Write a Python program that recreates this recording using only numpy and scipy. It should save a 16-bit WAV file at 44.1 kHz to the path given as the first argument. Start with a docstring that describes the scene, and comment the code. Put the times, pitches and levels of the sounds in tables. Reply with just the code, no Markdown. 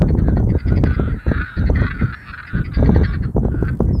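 """Marsh frogs at a reedy pond, heard from a microphone out in the wind. Gusts buffet it from the start and
crack into overload twice in the first second, over a faint, distant chorus. Nearer frogs give a run of
short quacks, then longer croaks that swell and break into stutters: larynx pulses ringing the vocal sacs.
From two seconds on a small bird whistles thinly, and near the end comes a short run of faint ticks."""
import sys
import numpy as np
from scipy import signal
from scipy.fft import rfft, irfft
from scipy.io import wavfile
from scipy.ndimage import uniform_filter1d, minimum_filter1d, map_coordinates

SR = 44100
rng = np.random.default_rng(int(sys.argv[2]) if len(sys.argv) > 2 else 0)


def generate_wav(signal):
    """Clip the signal to [-1, 1] and save it as 16-bit WAV at the path in sys.argv[1]."""
    frames = np.transpose(np.atleast_2d(signal))
    scaled = np.clip(frames, -1, 1) * 32767
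    pcm = np.round(scaled).astype(np.int16)
    wavfile.write(sys.argv[1], SR, pcm)


N = 176400

# Sharp blows of wind on the microphone. Each row: start in seconds, relative level in dB.
BUFFET_HITS = [(0.016, 2.5), (0.103, -15), (0.282, -11.5), (0.368, -10.5), (0.4, -15.5), (0.432, -29.5),
               (0.491, -19), (0.55, -15), (0.719, -16), (0.775, -21.5), (0.835, -9.5), (0.995, -12),
               (1.075, -18), (1.314, -12.5), (1.698, -10.5), (1.817, -16), (2.825, -7), (2.872, -17.5),
               (2.891, -7), (2.96, -9), (3.011, -12), (3.362, -25), (3.364, -12), (3.378, -15),
               (3.43, -22.5), (3.449, -11), (3.542, -15.5), (3.624, -12.5), (3.802, -39), (3.803, -10.5),
               (3.95, -17.5)]
LOWER_RING_S, UPPER_RING_S, SHOULDER_RING_S = 0.0007, 0.00065, 0.0005  # decay of the sac resonances


def amp(db):
    """Decibels to gain."""
    return 10 ** (np.asarray(db) / 20)


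def unit(x):
    """Scale to rms 1."""
    return x / np.sqrt(np.mean(x ** 2) + 1e-20)


def clock(length):
    """Sample times over a length in seconds."""
    return np.arange(int(length * SR)) / SR


def add(out, start, x):
    """Mix x into out at a start in seconds."""
    i = max(0, round(start * SR))
    out[i:i + len(x)] += x[:max(0, len(out) - i)]


def noise(spectrum):
    """Noise of rms 1, coloured by (Hz, dB) rows."""
    hz, db = np.transpose(spectrum)
    gain = amp(np.interp(np.log(np.fft.rfftfreq(N, 1 / SR) + 1), np.log(hz), db))
    return unit(irfft(rfft(rng.standard_normal(N)) * gain, N))


def even_noise(spectrum, span_s):
    """Coloured noise whose strength is held even over spans of span_s."""
    x = noise(spectrum)
    power = uniform_filter1d(np.abs(signal.hilbert(x)) ** 2, int(span_s * SR))
    return unit(x / np.sqrt(np.abs(power) + 1e-3))


def gate(t, attack_s=0.012, release_s=0.016):
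    """Smooth attack, hold and release."""
    attack = np.sin(np.pi / 2 * np.clip(t / attack_s, 0, 1))
    return attack * np.sin(np.pi / 2 * np.clip((t[-1] - t) / release_s, 0, 1))


def wind(rise_s=0.011, fall_s=0.041, lull_db=-40, eddy_growth=1.77):
    """Gusts on the microphone: rumble follows the pressure, finer eddies grow faster and flicker."""
    # Each row: start in seconds, length in seconds, level in dB.
    gusts = [(-.02, 0.62, -14.5), (0.581, 0.099, -31.5), (0.645, 0.31, -14.5), (0.958, 0.24, -18.5),
             (1.259, 0.077, -13.5), (1.338, 0.12, -19), (1.566, 0.32, -15), (1.874, 0.28, -26),
             (2.007, 0.062, -9.5), (2.287, 0.053, -28.5), (2.529, 0.12, -17), (2.644, 0.13, -25.5),
             (2.76, 0.32, -12.5), (3.066, 0.26, -19.5), (3.341, 0.19, -17), (3.509, 0.28, -19),
             (3.79, 0.26, -15.5)]
    # Spectra of the rumble, the eddies and their flicker. 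Each row: frequency in Hz, level in dB.
    rumble_spectrum = [(22, -32.5), (45, -1), (70, 1.5), (170, -8), (280, -17.5), (450, -29), (2000, -110)]
    eddy_spectrum = [(60, -26.5), (200, 3), (450, -5), (900, -17), (4000, -79)]
    flicker_spectrum = [(80, -3), (200, -14.5), (2000, -100)]
    power, t = np.full(N, amp(lull_db) ** 2), np.arange(N) / SR
    for start, length, db in gusts:
        envelope = np.clip((t - start) / rise_s, 0, 1) * np.clip((start + length - t) / fall_s, 0, 1)
        power += (amp(db) * envelope) ** 2
    pressure_db = 10 * np.log10(power)
    rumble = amp(pressure_db) * even_noise(rumble_spectrum, span_s=0.059)
    eddy_db = pressure_db.max() - 12.5 + eddy_growth * (pressure_db - pressure_db.max())
    eddies = unit(noise(eddy_spectrum) * amp(7 * noise(flicker_spectrum)))
    return rumble + amp(eddy_db) * eddies


def air():
    """A faint, steady open-air hiss."""
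    # Each row: frequency in Hz, relative level in dB.
    spectrum = [(500, 0), (1000, 2), (2800, -34), (6500, -24.5), (8500, -19.5), (15500, -27)]
    return amp(-54.5) * noise(spectrum)


def pulses(t, rate_hz, rough):
    """Times and sizes of larynx pulses; the rate wanders, and roughness makes both uneven."""
    wander = 1 + 0.044 * map_coordinates(rng.standard_normal(32), [t * 60], mode="mirror")
    cycles = np.floor(np.cumsum(rate_hz * wander) / SR)
    times = np.flatnonzero(np.diff(cycles, prepend=-1)) / SR
    jitter, shimmer = rough * rng.standard_normal((256, 2))[:len(times)].T
    return np.abs(times + 0.00023 * jitter), amp(7 * shimmer)


def ring(train, t, hz, ring_s):
    """Each pulse rings one resonance of the vocal sacs, at the frequency it has just then."""
    times, sizes = train
    index = (times * SR).astype(int)[:, None] + 1 + np.arange(SR // 150)
    age = index / SR - times[:, None]
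    pulse_hz = np.interp(times, t, np.broadcast_to(hz, t.shape))[:, None]
    grains = sizes[:, None] * age / ring_s * np.exp(-age / ring_s) * np.sin(2 * np.pi * pulse_hz * age)
    return unit(np.bincount(index.ravel(), grains.ravel(), len(t))[:len(t)])


def far_frogs(count=48):
    """Many frogs far off, each with its own size and gliding pulse rate."""
    # Loudness of the chorus. Each row: time in seconds, level in dB.
    levels = [(0.0, -49.5), (1.97, -41), (3.0, -51.5), (4.0, -55.5)]
    out = np.zeros(N + SR)
    for slot, (offset, length, pitch, glide, body) in enumerate(rng.uniform(-1, 1, (count, 5))):
        t = clock(0.14 * 2 ** (0.5 * length))
        train = pulses(t, 370 * 2 ** (0.36 * pitch + 0.5 * glide * t / t[-1]), rough=0.25)
        scale = 2 ** (0.32 * body)
        lower = ring(train, t, 1450 * scale, LOWER_RING_S)
        upper = amp(-19.5) * ring(train, t, 3700 * scale, LOWER_RING_S)
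        add(out, (slot + 1 + offset) / count * (N / SR + 0.5), (lower + upper) * np.hanning(len(t)))
    level_db = np.interp(np.arange(N) / SR, *np.transpose(levels))
    return unit(out[SR // 2:][:N]) * amp(level_db)


def buffets(rise_s=0.0014, fall_s=0.0089):
    """Each sharp blow of wind hits the microphone with a burst of low noise."""
    # Each row: frequency in Hz, relative level in dB.
    spectrum = [(40, -7), (150, 9), (450, -1), (1100, -22.5), (1800, -42), (9000, -124)]
    envelope, t = np.zeros(N), clock(0.15)
    for start, db in BUFFET_HITS:
        add(envelope, start, amp(db + 1) * (1 - np.exp(-t / rise_s)) * np.exp(-(t / fall_s) ** 0.89))
    return envelope * even_noise(spectrum, span_s=0.01)


def thumps(centre_s=0.003032, typical_width_s=0.00093):
    """At the heart of each buffet the pressure swings up and down once."""
    out, t = np.zeros(N), clock(0.03)
    onset = np.sin(np.pi / 2 * np.clip(t / centre_s, 0, 1)) ** 2
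    for start, db in BUFFET_HITS:
        widths = (t - centre_s) / (typical_width_s * np.exp(0.17 * rng.standard_normal()))
        swing = -widths / (1 + widths ** 2) ** 2 * onset
        add(out, start, amp(db + 4) * swing / np.abs(swing).max())
    return out


def cracks(corner_hz=860, rise_s=0.00007):
    """The wind overloads the microphone with a one-sided spike."""
    # Each row: start in seconds, relative level in dB.
    overloads = [(.0195, 10.5), (0.8395, -0.5)]
    out, t = np.zeros(N), clock(0.15)
    for start, db in overloads:
        add(out, start, -amp(db) * np.exp(-2 * np.pi * corner_hz * t) * (1 - np.exp(-t / rise_s)) ** 2)
    return out


def quacks(length_s=0.048):
    """Short, higher notes that rise and fade while pulse rate and resonances sag."""
    # Each row: middle in seconds, lower resonance's level in dB, upper resonance in Hz, its level in dB.
    calls = [(.095,-41.5,4300,-54.5), (0.193,-40,4210,-54), (0.287,-37.5,4190,-51), (.378,-39,4160,-54.5),
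             (.503,-43.5,4730,-50.5), (0.6,-42.5,4640,-45.5), (.688,-38.5,4810,-45), (.774,-39,4800,-40.5),
             (.861,-39,4680,-47), (.946,-41,4780,-45), (1.583,-35,4320,-45.5), (1.678,-33.5,4260,-49),
             (2.004,-32,4680,-58), (2.484,-37,4730,-49.5), (2.66,-37,4780,-51), (2.754,-36.5,4730,-38.5),
             (2.864,-36,4400,-45.5), (2.96,-34,4390,-40.5), (3.05,-29.5,4290,-33.5), (3.141,-32,4310,-43.5),
             (3.241,-36,4240,-48.5)]
    out, t = np.zeros(N), clock(length_s)
    sag = 0.25 * (0.5 - t / length_s)
    envelope = np.hanning(len(t)) ** 0.69
    for middle, lower_db, upper_hz, upper_db in calls:
        lower_hz = 1777 * (upper_hz / 4440) ** 1.75  # the two resonances rise together
        train = pulses(t, 388 * (1 + sag + 0.1 * rng.standard_normal()), rough=0.41)
        lower = ring(train, t, lower_hz * (1 + sag), LOWER_RING_S)
        lower += amp(-30.5) * ring(train, t, 1935, SHOULDER_RING_S)
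        upper = ring(train, t, upper_hz * (1 + 0.28 * sag), UPPER_RING_S)
        upper += amp(-10) * ring(train, t, 0.74 * upper_hz, SHOULDER_RING_S)
        voice = amp(lower_db) * lower + amp(upper_db) * upper
        add(out, middle - length_s / 2, scattered(envelope * voice))
    return out


def croak_voice(t, upper_hz, glide, rate_hz, lower_hz, rough, settle_s=0.05):
    """One pulse train through the sacs; its rate and both main resonances settle downward."""
    # Weak resonances between the main two. Each row: frequency in Hz, relative level in dB.
    shoulders = [(1850, -10.5), (2280, -20), (3150, -23)]
    excess = glide * np.exp(-t / settle_s)
    train = pulses(t, rate_hz * (1 + excess), rough)
    lower = ring(train, t, lower_hz * (1 + excess), LOWER_RING_S)
    upper = ring(train, t, upper_hz * (1 + 0.55 * excess), UPPER_RING_S)
    body = sum(amp(db) * ring(train, t, hz, SHOULDER_RING_S) for hz, db in shoulders)
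    return gate(t) * (lower + body + amp(-18.5) * upper)


def croaks():
    """Long calls from the nearer frogs; most swell, a few fade."""
    # Each row: start in seconds, length in seconds, level at the louder end in dB, swell in dB,
    # upper resonance in Hz, opening glide as a fraction.
    calls = [(0.623,0.14,-35,13.5,3950,.05), (0.851,0.11,-32,3,3850,.15), (0.963,0.17,-34,-6,3390,0.031),
             (1.183,.12,-36,14,3800,0.42), (1.276,0.12,-25,13,3670,0.23), (1.456,.25,-33,-10,3660,.08),
             (1.744,0.15,-24.5,11,3860,0.34), (1.93,0.19,-31.5,5,4430,0.045), (2.207,0.11,-27,28,4200,.14),
             (2.465,0.17,-35.5,-2,3420,0.11), (2.711,0.46,-38,2,3490,0.027), (3.51,0.17,-34.5,12.5,4600,.1)]
    out = np.zeros(N)
    for start, length, db, swell_db, upper_hz, glide in calls:
        t = clock(length)
        voice = croak_voice(t, upper_hz, glide, rate_hz=275, lower_hz=1433, rough=0.45)
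        envelope = amp(db + swell_db * t / length - max(swell_db, 0))
        add(out, start, scattered(voice * envelope))
    return out


def stutters():
    """The short, slower-pulsed bursts that end a croak."""
    # Each row: start in seconds, length in seconds, level in dB, upper resonance in Hz.
    bursts = [(1.392, 0.047, -26, 3800), (1.429, 0.052, -33.5, 4130), (1.897, 0.037, -27, 3720),
              (2.121, 0.035, -28.5, 3980), (2.324, 0.034, -30.5, 3900), (2.373, 0.04, -29.5, 3900),
              (2.425, .016, -29, 4020), (2.444, 0.016, -28, 3930), (2.553, 0.052, -32, 4450),
              (3.671, 0.033, -29.5, 4200)]
    out = np.zeros(N)
    for start, length, db, upper_hz in bursts:
        voice = croak_voice(clock(length), upper_hz, glide=0.044, rate_hz=237.5, lower_hz=1492, rough=0.46)
        add(out, start, amp(db) * scattered(voice))
    return out


def bird(fall_hz=440):
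    """A small bird's thin, falling whistles."""
    # Each row: start in seconds, length in seconds, level in dB, opening pitch in Hz.
    whistles = [(2.135, 0.24, -67.5, 5570), (3.066, 0.043, -57, 5500), (3.927, 0.067, -52, 5380)]
    out = np.zeros(N)
    for start, length, db, first_hz in whistles:
        t = clock(length)
        hz = first_hz - fall_hz * t / length
        add(out, start, amp(db) * np.sqrt(2) * gate(t) * np.sin(2 * np.pi * np.cumsum(hz) / SR))
    return out


def ticking(start_s=3.612, end_s=3.86, rate_hz=50, decay_s=0.0027):
    """A short run of faint, bright ticks."""
    # Each row: frequency in Hz, relative level in dB.
    spectrum = [(1500, -4), (3000, -11.5), (15000, -11.5)]
    t = np.arange(N) / SR
    age = (t - start_s) % (1 / rate_hz)
    return amp(-48.5) * noise(spectrum) * np.exp(-age / decay_s) * (t > start_s) * (t < end_s)


def scattered(call, decay_s=0.003):
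    """A call blurred and coloured by its own short paths through the reeds."""
    t = clock(4 * decay_s)
    paths = rng.standard_normal(2048)[:len(t)] * np.exp(-t / decay_s)
    heard = signal.fftconvolve(call, (t == 0) + paths / np.linalg.norm(paths))
    return heard * np.linalg.norm(call) / np.linalg.norm(heard)


def reeds(x, t60_s=0.25):
    """Reeds and banks add a weak, short tail."""
    t = clock(0.5)
    tail = rng.standard_normal(len(t)) * amp(-60 * t / t60_s)
    return x + amp(-12) * signal.fftconvolve(x, tail / np.linalg.norm(tail))[:N]


def scene():
    """The pond's voices, near and far, with wind right on the microphone."""
    # The frogs' band: lower and upper edge in Hz.
    edges_hz = [1130, 4570]
    band = signal.butter(4, edges_hz, "bandpass", fs=SR, output="sos")
    frogs = signal.sosfilt(band, croaks() + stutters() + quacks() + far_frogs())
    on_microphone = wind() + buffets() + thumps() + cracks()
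    return (on_microphone + reeds(frogs + bird()) + ticking() + air())[None]


def record(dry, ceiling=0.97, buzz_threshold=0.18, top_hz=15700):
    """A limiter holds down the gusts, whose peaks set off a faint high buzz; nothing passes top_hz."""
    # Each row: frequency in Hz, relative level in dB.
    buzz_spectrum = [(5000, -55), (6000, 7), (7200, -31), (10800, -34), (12000, 1), (13300, -37.5)]
    span = SR // 250  # 4 ms
    needed_gain = np.minimum(1, ceiling / (np.abs(dry) + 1e-9))
    held_gain = minimum_filter1d(needed_gain, 2 * span)
    limited = dry * uniform_filter1d(uniform_filter1d(held_gain, span), span)
    overload = uniform_filter1d(np.maximum(np.abs(limited) - buzz_threshold, 0), span)
    out = limited + amp(-42.5) * overload * noise(buzz_spectrum)
    return irfft(rfft(out) * (np.fft.rfftfreq(N, 1 / SR) < top_hz), N)


dry = scene()
out = record(dry)
generate_wav(out)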